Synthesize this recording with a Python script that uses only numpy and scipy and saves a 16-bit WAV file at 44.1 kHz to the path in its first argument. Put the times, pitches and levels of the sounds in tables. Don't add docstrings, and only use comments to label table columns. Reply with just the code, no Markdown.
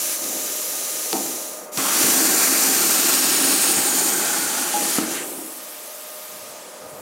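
import sys
import numpy as np
from scipy import signal
from scipy.fft import rfft, irfft, next_fast_len
from scipy.io import wavfile
from scipy.ndimage import uniform_filter1d, map_coordinates

SR = 44100
rng = np.random.default_rng(int(sys.argv[2]) if len(sys.argv) > 2 else 0)


def unload_wav(signal):
    wavfile.write(
        sys.argv[1],
        SR,
        np.round(np.clip(np.atleast_2d(signal).T, -1, 1) * 32767).astype(np.int16),
    )


N = 309129
T = np.arange(N) / SR

TRIGGER_S, STRIKE_S, PIERCED_S, LOOSE_S, OUT_S = 1.714, 1.774, 1.99, 4.33, 5.245


def from_db(db):
    return 10 ** (np.asarray(db) / 20)


def rms_one(x):
    return x / np.sqrt(np.mean(x ** 2) + 1e-20)


def ramp(start, length):
    return np.clip((T - start) / length, 0, 1)


def between(start, end, fade):
    opening = np.clip((T - start) / fade + .5, 0, 1)
    closing = np.clip((end - T) / fade + .5, 0, 1)
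    return opening * closing


def since(start):
    return np.maximum(T - start, 0)


def drift(rate):
    size = next_fast_len(N)
    hz = np.arange(size // 2 + 1) * SR / size
    noise = rfft(rng.standard_normal(size))
    return rms_one(irfft(noise / (1 + (hz / rate) ** 2), size)[:N])


def colour(x, spectrum):
    size = next_fast_len(N)
    hz = np.maximum(np.arange(size // 2 + 1) * SR / size, 1)
    points, db = np.transpose(spectrum)
    gain = from_db(np.interp(np.log(hz), np.log(points), db))
    gain *= np.minimum(1, hz / points[0]) ** 3
    gain *= np.minimum(1, points[-1] / hz) ** 4
    return rms_one(irfft(rfft(x, size) * gain, size)[:N])


def steady(x, size=3000):
    return x / np.sqrt(uniform_filter1d(x ** 2, size) + 1e-12)


def turbulence(flutter_db, flutter_rate):
    return rms_one(rng.standard_normal(N) * from_db(flutter_db * drift(flutter_rate)))


def spatter(per_s, spread_db):
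    sizes = from_db(spread_db * np.minimum(rng.exponential(1, N), 4))
    signed = sizes * rng.choice([-1, 1], N)
    return rms_one(signed * (rng.random(N) < per_s / SR))


def ring(x, hz, t60):
    r = from_db(-60 / (t60 * SR))
    w = 2 * np.pi * hz / SR
    return signal.lfilter([0, np.sin(w)], [1, -2 * r * np.cos(w), r * r], x + 1e-18)


def resonance(x, hz, width_hz, gain_db):
    band = signal.lfilter(*signal.iirpeak(hz, hz / width_hz, fs=SR), x)
    return x + (from_db(gain_db) - 1) * band


def moving_resonance(x, hz, width_hz, gain_db, size=256):
    band, state = np.zeros(N), np.zeros(2)
    k = np.tan(np.pi * width_hz / SR)
    for i in range(0, N, size):
        if gain_db[i]:
            poles = [1 + k, -2 * np.cos(2 * np.pi * hz[i] / SR), 1 - k]
            band[i:i + size], state = signal.lfilter([k, 0, -k], poles, x[i:i + size], zi=state)
    return x + (from_db(gain_db) - 1) * band


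def glides(x, rows, fade, wander):
    unsteady = 1 + wander * drift(6)
    for start, end, from_hz, to_hz, width_hz, gain_db in rows:
        centre_hz = np.interp(T, [start, end], [from_hz, to_hz]) * unsteady
        x = moving_resonance(x, centre_hz, width_hz, gain_db * between(start, end, fade))
    return x


def echo(x, lag_ms):
    return map_coordinates(x, [np.arange(N) - lag_ms * SR / 1000], order=3)


def workshop(x, wet_db, t60):
    age = T[:SR // 2]
    echoes = rng.standard_normal(len(age)) * (rng.random(len(age)) < .02) * (age > .002)
    echoes *= from_db(-60 * age / t60)
    wet = signal.fftconvolve(x, echoes / np.linalg.norm(echoes))[:N]
    return (x + from_db(wet_db) * wet) / np.sqrt(1 + from_db(2 * wet_db))


# pitch_hz [Hz], level_db [dB per Hz]
FAN_RUSH_COLOUR = [(45, -40), (100, -50), (180, -8), (410, -4), (520, 4), (640, -0.5), (780, -3.5),
                   (1250, -7.5), (1500, -12), (2200, -16)]
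BLADE_HZ, SECOND_BLADE_HZ, LOAD_SAG_HZ = 614, 596, 6
BLADE_DB, RUSH_DB = -42.5, -40
WAVER_DB, JITTER = 2.0, .0035
BLADE_DB_PER_S, OCTAVE_DB_PER_S = -0.5, -0.88
SHADED_FROM_S, TONES_BACK_S, RUSH_BACK_S, SHADE_DB = 2.4, 5.6, 6.63, -5


def fan(octave_db, second_db):
    speed = 1 - LOAD_SAG_HZ / BLADE_HZ * between(STRIKE_S, OUT_S, fade=0.22)

    def tone(hz, db):
        phase = 2 * np.pi * np.cumsum(hz * speed * (1 + JITTER * drift(25))) / SR
        return np.sin(phase) * from_db(db + WAVER_DB * drift(18))

    blade_db = BLADE_DB_PER_S * T + SHADE_DB * between(SHADED_FROM_S, TONES_BACK_S, fade=.1)
    blades = tone(BLADE_HZ, blade_db) + tone(SECOND_BLADE_HZ, blade_db + second_db)
    octave = tone(2 * BLADE_HZ, octave_db + OCTAVE_DB_PER_S * T)
    rush = colour(rng.standard_normal(N), FAN_RUSH_COLOUR) * from_db(RUSH_DB)
    shade = from_db(SHADE_DB * between(SHADED_FROM_S, RUSH_BACK_S, fade=0.87))
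    return from_db(BLADE_DB) * (blades + octave) + rush * shade


# [s, time to die by 60 dB]
PANEL_MODES = [(206.3, -12.5, 0.47), (267.2, -1, 0.27), (309, -4.5, 0.18), (319.8, -1.5, 0.27),
               (355.5, -5.5, 0.16), (393.5, -15.5, 0.22), (435, -4.5, 0.079), (497, -17, 0.14),
               (680, -19, 0.11), (770, -4, 0.21), (805, -10, 0.14), (903, -16, 0.2), (1300, -23, 0.23),
               (2380, -21, 0.18), (2800, -30, 0.061)]


def sheet(force):
    ringing = 0
    for k, (hz, db, t60) in enumerate(PANEL_MODES):
        ringing = ringing + (-1) ** k * from_db(db) * ring(force, hz, t60)
    return ringing


DRAG_ATTACK_S, DRAG_RELEASE_S = 0.011, 0.069


def strokes(rows):
    gain = 0
    for s, length, db in rows:
        dying = np.exp(-since(s + length) / DRAG_RELEASE_S)
        gain = gain + from_db(db) * ramp(s, DRAG_ATTACK_S) * dying
    return gain


# start_s [s], length_s [s], level_db [dB]
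SHEET_DRAGS = [(.21, 0.19, -40), (1.19, 0.14, -37.5), (2.0, 0.38, -34.5), (3.38, 0.13, -32.5),
               (4.59, 0.057, -39), (4.73, 0.14, -35), (4.99, 0.097, -31.5), (5.2, 0.24, -39.5)]
# start_s [s], length_s [s], level_db [dB]
RUBS_OF_HOSE = [(.21, .06, -60), (6.28, 0.28, -57.5), (6.8, .25, -54)]
# pitch_hz [Hz], level_db [dB per Hz]
SCUFF_SPECTRUM = [(140, -18), (220, -7), (320, -3), (450, -5), (650, -8.5), (1000, -16), (1600, -32)]
HOSE_SPECTRUM = [(30, -32), (90, -6), (180, -2), (300, -5)]
RESTING_DB = -51


def handling(scuff_db):
    force = from_db(RESTING_DB) * between(-1, 5.7, fade=0.24) + strokes(SHEET_DRAGS)
    rubbing = colour(turbulence(flutter_db=2.0, flutter_rate=33), SCUFF_SPECTRUM)
    ringing = rms_one(sheet(rubbing))
    scuff = colour(turbulence(flutter_db=-1.0, flutter_rate=98), SCUFF_SPECTRUM)
    stir = steady(ringing + from_db(scuff_db) * scuff) * force
    hose = colour(turbulence(flutter_db=-3.0, flutter_rate=15), HOSE_SPECTRUM)
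    return stir + hose * strokes(RUBS_OF_HOSE)


# start_s [s], ring_db [dB], dull_thud_db [dB], sharp_crack_db [dB]
BLOWS = [(.242, -48, -42, -15), (1.1295, -19.5, -19, -4.5), (1.153, -26, -19, -45), (1.256, -37, -26, -45),
         (1.7741, -30, -19.5, -7), (2.203, -27.5, -38, -37), (3.448, -52, -18, -35),
         (4.984, -25.5, -7, -12), (5.034, -43, -23, -45), (5.118, -38, -27, -22), (5.375, -42, -31, -50)]
# pitch_hz [Hz], level_db [dB per Hz]
CLATTER_SPECTRUM = [(170, -20), (280, 12.5), (450, -6), (800, 2.5), (1100, -8), (1350, -19), (2500, -31)]
CRACK_TICK_DB = 3.5


def knocks(crack_decay, clatter_decay, clatter_db):
    rings, thuds, cracks = np.zeros((3, N))
    for s, ring_db, thud_db, crack_db in BLOWS:
        i = round(s * SR)
        rings[i], thuds[i], cracks[i] = from_db([ring_db, thud_db, crack_db])
    age = T[:SR // 2]

    burst = rng.standard_normal(len(age)) * np.exp(-age / crack_decay)
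    crack = signal.fftconvolve(cracks, burst)[:N] + from_db(CRACK_TICK_DB) * cracks
    crack = signal.sosfilt(signal.butter(2, [700, 8000], "band", fs=SR, output="sos"), crack)

    dense = colour(rng.standard_normal(N), CLATTER_SPECTRUM)[:len(age)]
    clatter = signal.fftconvolve(rings, dense * np.exp(-age / clatter_decay))[:N]

    thud = ring(thuds, hz=263, t60=0.04)
    thud = thud - 0.47 * ring(thuds, hz=680, t60=0.014) + 0.17 * ring(thuds, hz=1300, t60=0.061)
    body = sheet(rings) + thud + from_db(clatter_db) * clatter
    body = signal.sosfilt(signal.butter(3, 150, "high", fs=SR, output="sos"), body)
    return body + crack


# start_s [s], end_s [s], level_db [dB]
SINGING = [(4.74, 4.789, -19), (4.85, 4.885, -35)]
# pitch_hz [Hz], level_db [dB]
LOOSE_PIECE_MODES = [(603, -11), (829, 1), (974, -21)]


def pings(fall_s, tail_db, tail_s):
    level = 0
    for start, end, db in SINGING:
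        age = since(start)
        note = between(start, end, fade=0.0082) * np.exp(-age / fall_s)
        tail = from_db(tail_db) * between(start, 8, fade=.014) * np.exp(-age / tail_s)
        level = level + from_db(db) * (note + tail)
    phase = 2 * np.pi * np.cumsum(1 + 0.0055 * drift(40)) / SR
    return level * sum(from_db(db) * np.sin(hz * phase) for hz, db in LOOSE_PIECE_MODES)


# [dB, the kick before its low end is trimmed]
ARC_PUFFS = [(1.777, -30.5), (3.77, -30), (4.984, -38)]


def puffs(hz, t60, flare_db):
    kicks = from_db(flare_db) * spatter(per_s=10.8, spread_db=4.5) * between(1.9, 4.7, fade=0.1)
    for s, db in ARC_PUFFS:
        kicks[round(s * SR)] += from_db(db)
    return signal.sosfilt(signal.butter(2, 85, "high", fs=SR, output="sos"), ring(kicks, hz, t60))


# time_s [s], level_db [dB]
JET_STRENGTH = [(1.78, -26), (2.03, -19), (3.55, -20), (3.74, -19), (3.76, -21), (4.09, -20.5),
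                (4.11, -22.5), (4.56, -25.5), (4.61, -24), (4.68, -27), (4.96, -22.5), (5.0, -27.5),
                (5.06, -31.5), (5.13, -27.5), (5.27, -36)]
FULL_JET_DB = -19.5


def driven(law):
    level_db, share, db_per_s = law
    jet_db = np.interp(T, *np.transpose(JET_STRENGTH))
    return from_db(level_db + share * (jet_db - FULL_JET_DB) + db_per_s * since(PIERCED_S))


# full_jet_db [dB], share of the jet's swing [ratio], change [dB per s]
RUMBLE_DRIVE = (-29, 0.3, -1.5)
# pitch_hz [Hz], level_db [dB per Hz]
DRUM_SPECTRUM = [(30, -45), (90, -36), (130, -17), (190, -4), (270, -1.5), (340, 5), (430, -3.5),
                 (700, -16), (1500, -36)]


def panel_rumble(unpierced_db, slack_db, surge_db):
    ringing = rms_one(sheet(turbulence(flutter_db=0.5, flutter_rate=57)))
    drumming = colour(turbulence(flutter_db=1.5, flutter_rate=9.6), DRUM_SPECTRUM)
    drum = steady(rms_one(ringing + from_db(-0.5) * drumming), size=12000)
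    level_db = unpierced_db * between(-1, PIERCED_S, fade=0.044)
    level_db = level_db + slack_db * ramp(LOOSE_S, 0.24) + surge_db * drift(0.77)
    return drum * driven(RUMBLE_DRIVE) * from_db(level_db) * between(STRIKE_S, OUT_S, fade=0.046)


# start_s [s], end_s [s], from_hz [Hz], to_hz [Hz], width_hz [Hz], gain_db [dB]
GAP_NOTCHES = [(.3, .72, 9050, 8950, 500, -7), (.66, 1.0, 8400, 8100, 400, 1),
               (.78, 1.98, 11500, 11300, 450, -6), (2.0, 3.354, 11000, 10600, 800, -11),
               (2.75, 3.45, 10100, 9900, 300, -9), (3.0, 3.95, 6350, 6000, 400, -7),
               (3.75, 4.9, 5400, 5200, 450, -2.5), (3.1, 3.75, 7550, 7100, 350, -6),
               (3.3, 4.55, 11750, 11400, 550, -13), (3.35, 3.95, 13300, 12700, 500, -7),
               (3.45, 4.5, 10700, 10200, 500, -3), (3.897, 4.5, 2820, 2740, 350, -6),
               (3.9, 4.7, 14950, 14200, 600, -5)]
# [dB, before it wavers]
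SLOT_TONES = [(2.2, 7000, 250, -0.5), (2.4, 3100, 905, -7), (2.5, 2340, 250, 3), (2.8, 13450, 495, 6),
              (3.1, 9150, 500, 1), (3.6, 4300, 500, 2), (3.7, 9360, 500, 0), (3.9, 8540, 800, 6),
              (3.95, 6830, 600, 4), (4.1, 13700, 700, 6), (4.4, 3200, 400, -0.5)]
SWELL_S = 0.36


def gap_and_slot(stream, waver_db):
    stream = glides(stream, GAP_NOTCHES, fade=0.25, wander=0.0047)
    for s, hz, width_hz, gain_db in SLOT_TONES:
        swell = np.exp(-((T - s) / SWELL_S) ** 2)
        stream = resonance(stream, hz, width_hz, swell * (gain_db + waver_db * drift(10.5)))
    return stream


def swish(x, depth_db, rate, count=9):
    lifted = between(4.8, 8, fade=0.55)
    for hz in np.geomspace(6200, 14000, count):
        band = signal.lfilter(*signal.iirpeak(hz, 14, fs=SR), x)
        x = x + (from_db(depth_db * lifted * drift(rate)) - 1) * band
    return x


# start_s [s], end_s [s], from_hz [Hz], to_hz [Hz], width_hz [Hz], gain_db [dB]
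TORCH_WHOOSHES = [(.55, .72, 13000, 12850, 400, 3), (.7, .8, 12900, 11900, 400, 2),
                  (.71, .87, 13400, 11600, 450, -9), (1.758, 1.94, 1140, 1220, 170, 6.5),
                  (2.9, 3.79, 750, 770, 70, 5), (3.764, 4.71, 785, 835, 94, 7.5),
                  (4.132, 4.72, 1475, 1445, 50, 8.5), (4.153, 4.32, 1540, 1530, 70, 6),
                  (4.967, 5.063, 1700, 1500, 1000, 3), (5.157, 5.226, 2650, 1900, 1000, 7.5),
                  (5.15, 5.45, 5600, 4500, 2000, -2), (5.204, 5.6, 8160, 9400, 1800, 6.5),
                  (6.55, 6.85, 9700, 7900, 600, -3)]
# start_s [s], end_s [s], delay_ms [ms, before it sways], share [signed ratio]
CLOSE_REFLECTIONS = [(1.6, 1.98, 0.88, 0.16), (2.0, 2.8, .686, 0.094), (2.0, 2.6, 0.45, 0.044),
                     (2.45, 4.4, 0.43, 0.053), (2.404, 3.1, 0.86, 0.014), (2.85, 3.75, 0.76, 0.12),
                     (3.4, 3.95, .86, -0.0024), (3.7, 4.25, 1.3, 0.047), (4.15, 5.1, 0.58, 0.0034)]
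ECHO_NEAR_MS, ECHO_FAR_MS, ECHO_SWAY_MS = 0.67, 1.6, 0.005
RAISE_S, ECHO_GONE_S = 0.76, 5.6


def air_stream(sheet_echo_db):
    pops = from_db(-14) * spatter(per_s=800, spread_db=2.0) * between(STRIKE_S, OUT_S, fade=.008)
    jet = turbulence(flutter_db=0.23, flutter_rate=77) + pops
    stream = gap_and_slot(jet, waver_db=2.0)
    stream = glides(stream, TORCH_WHOOSHES, fade=0.027, wander=.005)
    sway_ms = ECHO_SWAY_MS * drift(3.8)
    combs = 0
    for start, end, lag_ms, share in CLOSE_REFLECTIONS:
        combs = combs + share * between(start, end, fade=.15) * echo(stream, lag_ms + sway_ms)
    sheet_ms = ECHO_NEAR_MS + (ECHO_FAR_MS - ECHO_NEAR_MS) * ramp(OUT_S, RAISE_S) + sway_ms
    fading = 1 - ramp(OUT_S, ECHO_GONE_S - OUT_S)
    sheet_echo = from_db(sheet_echo_db) * fading * echo(stream, sheet_ms)
    return swish(stream + combs + sheet_echo, depth_db=2.0, rate=14)


# pitch_hz [Hz], level_db [dB per Hz]
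PURGE_SPECTRUM = [(400, -4.5), (700, -19), (1500, -11.5), (2300, -8), (3500, -9.5), (3950, -4.5),
                  (4400, -8), (5200, -5), (5900, 0), (6500, 0), (7100, 1.5), (8000, -4), (9400, -1),
                  (10100, 1), (10900, -4.5), (12900, -2.5), (14200, -4), (15800, -9.5)]
PURGE_DB, HELD_UP_DB = -26, 2.5
SET_DOWN_S, SET_DOWN_DIP_DB, SET_DOWN_LENGTH_S = 0.158, -1.5, 0.06
VALVE_SHUT_S, RUN_DOWN_S, REFILL_S = 1.24, 0.5, 0.03


def purge(stream):
    refill = 1 - np.exp(-since(TRIGGER_S) / REFILL_S)
    pressure = np.maximum(1 - ramp(VALVE_SHUT_S, RUN_DOWN_S), from_db(-1.0) * refill)
    dip_db = SET_DOWN_DIP_DB * between(SET_DOWN_S, SET_DOWN_S + SET_DOWN_LENGTH_S, fade=0.009)
    level_db = PURGE_DB + HELD_UP_DB * between(-1, SET_DOWN_S, fade=.03) + dip_db
    air = steady(colour(stream, PURGE_SPECTRUM)) * pressure * from_db(level_db)
    return air * between(-1, STRIKE_S, fade=0.0076)


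# pitch_hz [Hz], level_db [dB per Hz]
LIFTED_SPECTRUM = [(800, -5), (2000, -6), (2700, -5.5), (4000, -7), (5500, -5), (7000, -4.5), (10600, -5.5),
                   (11200, -28)]
LIFTED_TOP_SPECTRUM = [(10400, -14), (10900, -2), (13000, -2), (15800, -6)]
ARC_FADE_S = 0.057
AFTER_HISS_DB, AFTER_TOP_DB, LIFT_EXTRA_DB, LIFT_S = -40, -40, 5.5, 0.21
TURN_S, TURN_LENGTH_S, TURN_BACK_S, TURN_HISS_DB, TURN_TOP_DB = 6.465, 0.68, 6.98, -7.5, -13.5


def afterflow(stream):
    near_db = LIFT_EXTRA_DB * np.exp(-since(OUT_S) / LIFT_S)
    hiss_db = AFTER_HISS_DB + near_db + TURN_HISS_DB * ramp(TURN_S, TURN_LENGTH_S)
    turned_db = TURN_TOP_DB * between(TURN_S + 0.1, TURN_BACK_S, fade=0.52)
    top_db = AFTER_TOP_DB + 1.1 * near_db + turned_db
    hiss = steady(colour(stream, LIFTED_SPECTRUM)) * from_db(hiss_db)
    top = steady(colour(stream, LIFTED_TOP_SPECTRUM)) * from_db(top_db)
    return (hiss + top) * between(OUT_S, 8, fade=ARC_FADE_S)


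# pitch_hz [Hz], level_db [dB per Hz]
ROAR_SPECTRUM = [(30, -41), (90, -38), (200, -2), (450, 0), (780, 2), (980, 0.5), (1350, 2), (1900, 0.5),
                 (2100, -1), (2400, 0), (3400, -5), (4000, -9.5), (4400, -22)]
HISS_SPECTRUM = [(3700, -9.5), (4000, -8), (4400, -5), (4900, -4), (5800, -2), (7050, 0.5), (7600, -1.5),
                 (9700, 0), (10600, -3.5), (11200, -11.5)]
SIZZLE_SPECTRUM = [(10400, -28), (10900, 2.5), (12000, 2), (13400, 3), (14500, -3), (15800, -1)]
# full_jet_db [dB], share of the jet's swing [ratio], change [dB per s]
ROAR_DRIVE = (-26.5, 0.43, -1.06)
HISS_DRIVE = (-19.5, 1.0, 0.069)
SIZZLE_DRIVE = (-25.5, 1, -0.85)
BUILD_UP_DB, BUILD_UP_S = -2.5, 0.08


def cutting_jet(stream):
    arc = rms_one(stream * from_db(1.0 * drift(66)))
    arc = arc + from_db(-10.0) * spatter(per_s=450, spread_db=1.0)
    build_up = from_db(BUILD_UP_DB * np.exp(-since(STRIKE_S) / BUILD_UP_S))
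    roar = colour(arc, ROAR_SPECTRUM) * driven(ROAR_DRIVE) * build_up
    hiss = steady(colour(stream, HISS_SPECTRUM)) * driven(HISS_DRIVE)
    sizzle = steady(colour(stream, SIZZLE_SPECTRUM)) * driven(SIZZLE_DRIVE)
    burning = between(STRIKE_S, 8, fade=0.01) * between(-1, OUT_S, fade=ARC_FADE_S)
    return (roar + hiss + sizzle) * from_db(0.49 * drift(14)) * burning


def scene():
    stream = air_stream(sheet_echo_db=-21)
    air = workshop(purge(stream) + cutting_jet(stream) + afterflow(stream), wet_db=-13, t60=0.084)

    blows = knocks(crack_decay=0.0011, clatter_decay=0.024, clatter_db=-0.5)
    note = pings(fall_s=0.071, tail_db=-14.5, tail_s=.12)
    steel = workshop(blows + note, wet_db=-8.5, t60=0.38)

    lows = panel_rumble(unpierced_db=-5.5, slack_db=-3.5, surge_db=0.5)
    lows = lows + handling(scuff_db=-1.5) + puffs(hz=141, t60=0.11, flare_db=-77)
    mono = air + steel + lows + fan(octave_db=-3.5, second_db=-10)
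    return np.stack([mono, mono])


CUTOFF_HZ = 15750


def record(dry):
    return signal.sosfilt(signal.ellip(12, .1, 90, CUTOFF_HZ, fs=SR, output="sos"), dry)


dry = scene()
out = record(dry)
unload_wav(out)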